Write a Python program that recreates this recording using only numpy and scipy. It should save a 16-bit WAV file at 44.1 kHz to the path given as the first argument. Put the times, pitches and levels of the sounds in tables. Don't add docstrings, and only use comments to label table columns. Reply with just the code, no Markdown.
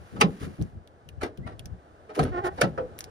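import sys
import numpy as np
from scipy import signal
from scipy.fft import rfft, irfft, next_fast_len
from scipy.io import wavfile
from scipy.ndimage import uniform_filter1d

SR = 44100
rng = np.random.default_rng(int(sys.argv[2]) if len(sys.argv) > 2 else 0)


def waveform_to_disk(signal):
    frames = np.transpose(np.atleast_2d(signal))
    scaled = np.clip(frames, -1, 1) * 32767
    samples = np.round(scaled).astype(np.int16)
    wavfile.write(sys.argv[1], SR, samples)


def natural_amplitude(level_db):
    exponent = np.asarray(level_db, float) / 20
    return 10 ** exponent


N = 136710
TIME_S = np.arange(N) / SR
LEAD = 512


def evened(x):
    return x / np.sqrt(np.mean(x ** 2) + 1e-20)


def read(points, hz):
    f, value = np.transpose(points)
    return np.interp(np.log(hz + 1), np.log(f + 1), value)


def along(table, column=1):
    rows = np.array(table)
    return np.interp(TIME_S, rows[:, 0], rows[:, column])


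def add(mix, start_s, sound):
    part = mix[:, round(start_s * SR):][:, :sound.shape[1]]
    part += sound[:, :part.shape[1]]


def coloured(x, points, tilt_db=0):
    hz = np.fft.rfftfreq(x.shape[-1], 1 / SR)
    octaves = np.log2(np.clip(hz, 400, SR) / 1000)
    return irfft(rfft(x) * natural_amplitude(read(points, hz) + tilt_db * octaves), x.shape[-1])


def resonate(x, hz, width_hz):
    r = np.exp(-np.pi * width_hz / SR)
    poles = [1, -2 * r * np.cos(2 * np.pi * hz / SR), r * r]
    return signal.lfilter([(1 - r * r) / 2, 0, (r * r - 1) / 2], poles, x)


def grit(size, per_s, spread_db):
    u, e = rng.random((2, size))
    clicks = np.sign(u - per_s / SR / 2) * (u < per_s / SR)
    return clicks * natural_amplitude(-spread_db * np.log(e.clip(.01)))


def stroke(start_s, length_s, peak_at):
    u = ((TIME_S - start_s) / length_s).clip(0, 1)
    return np.sin(np.pi * u ** (np.log(.5) / np.log(peak_at))) ** 2


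def rub():
    # start_s, length_s, level_db
    rub_strokes = [(-.2, 0.97, -56), (0.391, 0.082, -47.5), (2.13, 0.13, -45.5), (2.145, 0.023, -44),
                   (2.435, 0.054, -39.5), (2.492, 0.24, -55.5), (2.97, 0.079, -56)]
    # frequency_hz, relative_level_db
    rub_spectrum = [(590, -36), (1000, -0.5), (1810, -5), (2360, -8.5), (3500, -13.5), (7440, -20),
                    (7880, -27), (10200, -18.5), (16000, -34)]
    grit_per_s = 3500
    x = np.array([rng.standard_normal(N) + 1.5 * evened(grit(N, grit_per_s, 3)) for _ in range(2)])
    pressure = sum(natural_amplitude(db) * np.sqrt(stroke(start_s, length_s, 0.55))
                   for start_s, length_s, db in rub_strokes)
    return pressure * evened(coloured(x, rub_spectrum))


def wind():
    # start_s, length_s, level_db, top_hz
    wind_puffs = [(-.1, 0.29, -48, 124), (0.112, 0.29, -34, 230), (0.4, 0.21, -32.5, 270),
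                  (0.584, 0.12, -25.5, 217), (0.697, 0.2, -44, 151), (1.053, 0.19, -46.5, 116.5),
                  (1.149, 0.23, -40, 106), (1.376, 0.15, -31.5, 195.6), (1.48, 0.33, -43.5, 133),
                  (1.655, 0.19, -42, 116), (2.183, 0.22, -30, 69), (2.317, 1, -40, 120)]
    low_hz, calm_db, lumps_db = 55, -60, 3
    right_db, same = -4, 0.33
    hz = np.fft.rfftfreq(N, 1 / SR)
    air = rfft(rng.standard_normal((2, N))) * hz ** 6 / (hz ** 6 + low_hz ** 6)
    puffs = natural_amplitude(calm_db) * evened(irfft(air / (1 + (hz / 80) ** 3), N))
    for start_s, length_s, db, top_hz in wind_puffs:
        puff = evened(irfft(air / (1 + (hz / top_hz) ** 3.13), N))
        puffs = puffs + natural_amplitude(db) * stroke(start_s, length_s, 0.24) * puff
    left, other = puffs
    right = natural_amplitude(right_db) * (same * left + np.sqrt(1 - same ** 2) * other)
    lumps = evened(uniform_filter1d(uniform_filter1d(rng.standard_normal(N), 500), 500))
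    return natural_amplitude(lumps_db * lumps) * np.array([left, right])


def traffic():
    # frequency_hz, relative_density_db
    traffic_spectrum = [(40, -20), (65, -8.5), (200, -14.5), (370, -9), (800, -11.5), (1600, -21.5),
                        (2400, -31), (10000, -46.5), (16000, -61)]
    # time_s, level_db
    traffic_level = [(0, -54), (.8, -57.5), (1.9, -54.5), (2.7, -50)]
    return natural_amplitude(along(traffic_level)) * evened(coloured(rng.standard_normal((2, N)), traffic_spectrum))


def door_skin(t, tilt_db):
    # frequency_hz, relative_density_db
    skin_spectrum = [(100, -29.5), (220, -11), (450, -5), (1000, -9), (2400, -23), (5500, -34.5),
                     (8000, -43.5), (10000, -34), (16000, -50.5)]
    # frequency_hz, t60_s
    skin_decay = [(100, 0.51), (260, 0.34), (700, 0.15), (1840, 0.11), (4850, 0.1), (12800, 0.0097)]
    noise = coloured(rng.standard_normal((2, len(t))), skin_spectrum, tilt_db)
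    hz, frames_s, z = signal.stft(noise, SR, nperseg=128, noverlap=96)
    rise = np.clip(frames_s * (hz[:, None] + 100) / 3.2, 0, 1)
    crack = 1 + natural_amplitude(2) * np.exp(-frames_s / .003)
    decay = natural_amplitude(-60 * frames_s / read(skin_decay, hz)[:, None])
    return signal.istft(z * rise * crack * decay, SR, nperseg=128, noverlap=96)[1][:, :len(t)]


def door_modes(t, tilt_db):
    # centre_hz (scattered by 3 %), relative_level_db, t60_s (held to 0.2 at most)
    mode_rows = [(475.2, 10, 0.042), (694, -3, 0.11), (1314.6, 5, 0.074), (1800, -6.5, 0.06),
                 (2250, -1, 0.035)]
    strands = np.zeros((2, len(t)))
    for strand in strands:
        for centre_hz, db, t60_s in mode_rows:
            detune, phase = rng.random(2)
            pitch_hz = centre_hz * (.97 + .06 * detune)
            fall = natural_amplitude(db + tilt_db * np.log2(centre_hz / 1000) - 60 * t / min(t60_s, .2))
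            strand += fall * np.sin(2 * np.pi * (pitch_hz * t + phase))
    return strands


def knock(db, tilt_db, rattle_s):
    t = np.arange(16384) / SR
    modes_db, blows_per_s = -5, 1200
    lead_s, attack_s = 0.0029, 0.0012
    ring = evened(door_skin(t, tilt_db)) + natural_amplitude(modes_db) * evened(door_modes(t, tilt_db))
    ring = ring * (1 - np.exp(-t / attack_s * 2 ** (tilt_db / 2)))
    after_s = t[:4096] - t[LEAD]
    blows = grit(4096, blows_per_s, 4.38)
    blows = blows * np.exp(-np.maximum(after_s / max(rattle_s, .001), -after_s / lead_s))
    blows[LEAD] = 1.7
    sound = signal.fftconvolve(ring, blows[None], axes=1)
    return natural_amplitude(db) * sound / np.sqrt(np.mean(sound[:, LEAD:LEAD + 1024] ** 2))


def boom(db, hz, fall_s, share):
    t = np.arange(12000) / SR
    noise = rng.standard_normal((2, 2 * len(t)))
    throb = resonate(resonate(noise, hz, share * hz), hz, share * hz)[:, len(t):]
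    throb = throb / np.std(throb[:, t < 2 * fall_s])
    swell = 1 - np.exp(-t * hz / 1.4)
    return 2 * natural_amplitude(db) * throb * swell * np.exp(-t / fall_s)


def tick(peak_db, hz):
    # frequency_hz, relative_level_db
    tick_spectrum = [(900, -20), (2100, -4.5), (5190, -11), (5970, -9), (7270, -20.5), (10800, -9.5),
                     (16000, -24)]
    snap_s, tail_t60_s, ring_db = .0007, 0.046, 1
    t = np.arange(4096) / SR
    envelope = np.exp(-t / snap_s) + 0.27 * natural_amplitude(-60 * t / tail_t60_s)
    burst = rng.standard_normal((2, len(t))) * envelope
    wide = coloured(burst, tick_spectrum) * (t < .08)
    sound = evened(wide) + natural_amplitude(ring_db) * evened(resonate(burst, hz, .18 * hz))
    return natural_amplitude(peak_db) * sound / abs(sound[0]).max()


def squeak():
    # start_s, length_s, level_db (peak amplitude), from_hz, to_hz
    squeak_glide = (1.415, .06, -54, 1850, 2250)
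    start_s, length_s, db, from_hz, to_hz = squeak_glide
    hz = np.interp(TIME_S, [start_s, start_s + length_s], [from_hz, to_hz])
    return natural_amplitude(db) * stroke(start_s, length_s, 0.53) * np.sin(2 * np.pi * np.cumsum(hz) / SR)


def creak():
    # time_s, level_db, slips_per_s
    creak_path = [(2.317, -40, 372), (2.335, -31.5, 362), (2.355, -31, 350), (2.38, -25.5, 356),
                  (2.404, -33, 362), (2.411, -40.5, 382), (2.433, -36.5, 420), (2.445, -24, 350),
                  (2.467, -22.5, 358), (2.494, -30, 372), (2.501, -43.5, 372), (2.53, -39.5, 410)]
    # centre_hz, width_hz (a second pass is twice as wide), relative_level_db
    hinge_modes = [(365, 188, 0), (668.5, 21, -5.5), (827, 45, 2), (1078, 60, -6.5), (1330, 320, -6.5),
                   (1783, 130, -13)]
    scrape_share = .2, .45
    slip_jitter, slip_spread_db = .03, 2
    first_s, last_s = creak_path[0][0], creak_path[-1][0]
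    on = (TIME_S > first_s) & (TIME_S < last_s)
    wander = evened(uniform_filter1d(rng.standard_normal(N), 200))
    turns = np.cumsum(along(creak_path, column=2) * (1 + slip_jitter * wander)) / SR
    pulses = np.diff(np.floor(turns), prepend=0)
    slips = evened(pulses * natural_amplitude(slip_spread_db * rng.standard_normal(N)))
    scrape = evened(rng.standard_normal((2, N)) * (0.18 + np.exp(-(turns % 1) / 0.94)))
    rough = np.interp(TIME_S, [first_s, last_s], scrape_share)
    drive = ((1 - rough) * slips + rough * scrape) * on * natural_amplitude(along(creak_path))
    body = sum(natural_amplitude(db) * resonate(resonate(drive, f, w), f, 2 * w) / np.sqrt(w)
               for f, w, db in hinge_modes)
    return body * np.std(drive) / np.std(body)


def ports(pair):
    # frequency_hz, phase_rad
    left_phase = [(0, 0), (500, 0), (1000, -3.1), (2000, -8.1), (2600, -8.4), (2800, -11), (5600, -12.4),
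                  (7200, -10.2), (8700, -12.4), (9300, -11.3), (12000, -15.7), (14000, -18.9),
                  (15500, -21.6)]
    # frequency_hz, correlation
    port_likeness = [(100, 0.88), (1100, 0.85), (4500, 0.26), (11000, 0.76)]
    size = next_fast_len(N + 4096)
    hz = np.fft.rfftfreq(size, 1 / SR)
    first, second = rfft(pair, size)
    same = np.clip(read(port_likeness, hz), 0, 1)
    left = first * np.exp(1j * np.interp(hz, *np.transpose(left_phase)))
    right = same * first + np.sqrt(1 - same ** 2) * second
    return irfft([left, right], size)[:, :N]


def scene():
    # time_s, level_db, tilt_db_per_octave, rattle_s (decay)
    door_knocks = [(0.16, -42.5, 0, 0.018), (0.2109, -15.5, 3, 0.0066), (1.2121, -34.5, 1.5, 0.011),
                   (1.23, -31, 2.5, 0.017), (1.462, -41, 0.26, 0.035), (2.092, -41.5, -1.5, 0.0242),
                   (2.164, -28, -8, 0.018), (2.1917, -22, 1.5, 0.0058), (2.2305, -34.5, 0.5, 0.003),
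                   (2.25, -36.5, 0.5, 0.028), (2.575, -35, -1.5, 0.015), (2.6143, -20, 4, 0.0019),
                   (2.635, -26, 0.5, 0.0043), (2.7765, -29, -3.1, 0.011)]
    # start_s, level_db (before swell, fall and doubling),
    # pitch_hz, fall_s, width_share (of the pitch, in each of two passes)
    door_booms = [(.2125, -18.5, 2430, 0.0091, .4), (.236, -21, 172, 0.037, .25),
                  (1.231, -29.5, 327, 0.022, .45), (2.19, -22.5, 129, 0.037, .6),
                  (2.6155, -17.5, 1380, 0.0064, .6), (2.63, -21, 158.3, 0.028, .4),
                  (2.776, -39.5, 1220, 0.017, 0.41), (2.78, -29, 500, 0.022, 0.044)]
    # start_s, peak_db, centre_hz
    part_ticks = [(0.614, -39, 3680), (0.6237, -35, 6100), (0.8748, -47, 3200), (1.089, -33.5, 2500),
                  (1.3746, -39, 3120), (1.5938, -32.5, 2960), (1.6574, -32.5, 5480), (2.238, -28.5, 10100),
                  (2.983, -38.5, 5700), (2.9893, -23, 11900), (3.007, -19, 5740), (3.0415, -28.5, 5200)]
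    near = rub() + traffic() + squeak() + creak()
    for start_s, *row in door_knocks:
        add(near, start_s - LEAD / SR, knock(*row))
    for start_s, *row in door_booms:
        add(near, start_s, boom(*row))
    for start_s, *row in part_ticks:
        add(near, start_s, tick(*row))
    return ports(near) + wind()


def low_pass(x):
    return signal.sosfilt(signal.butter(12, 16670, fs=SR, output="sos"), x)


def record(dry):
    return low_pass(dry)


dry = scene()
out = record(dry)
waveform_to_disk(out)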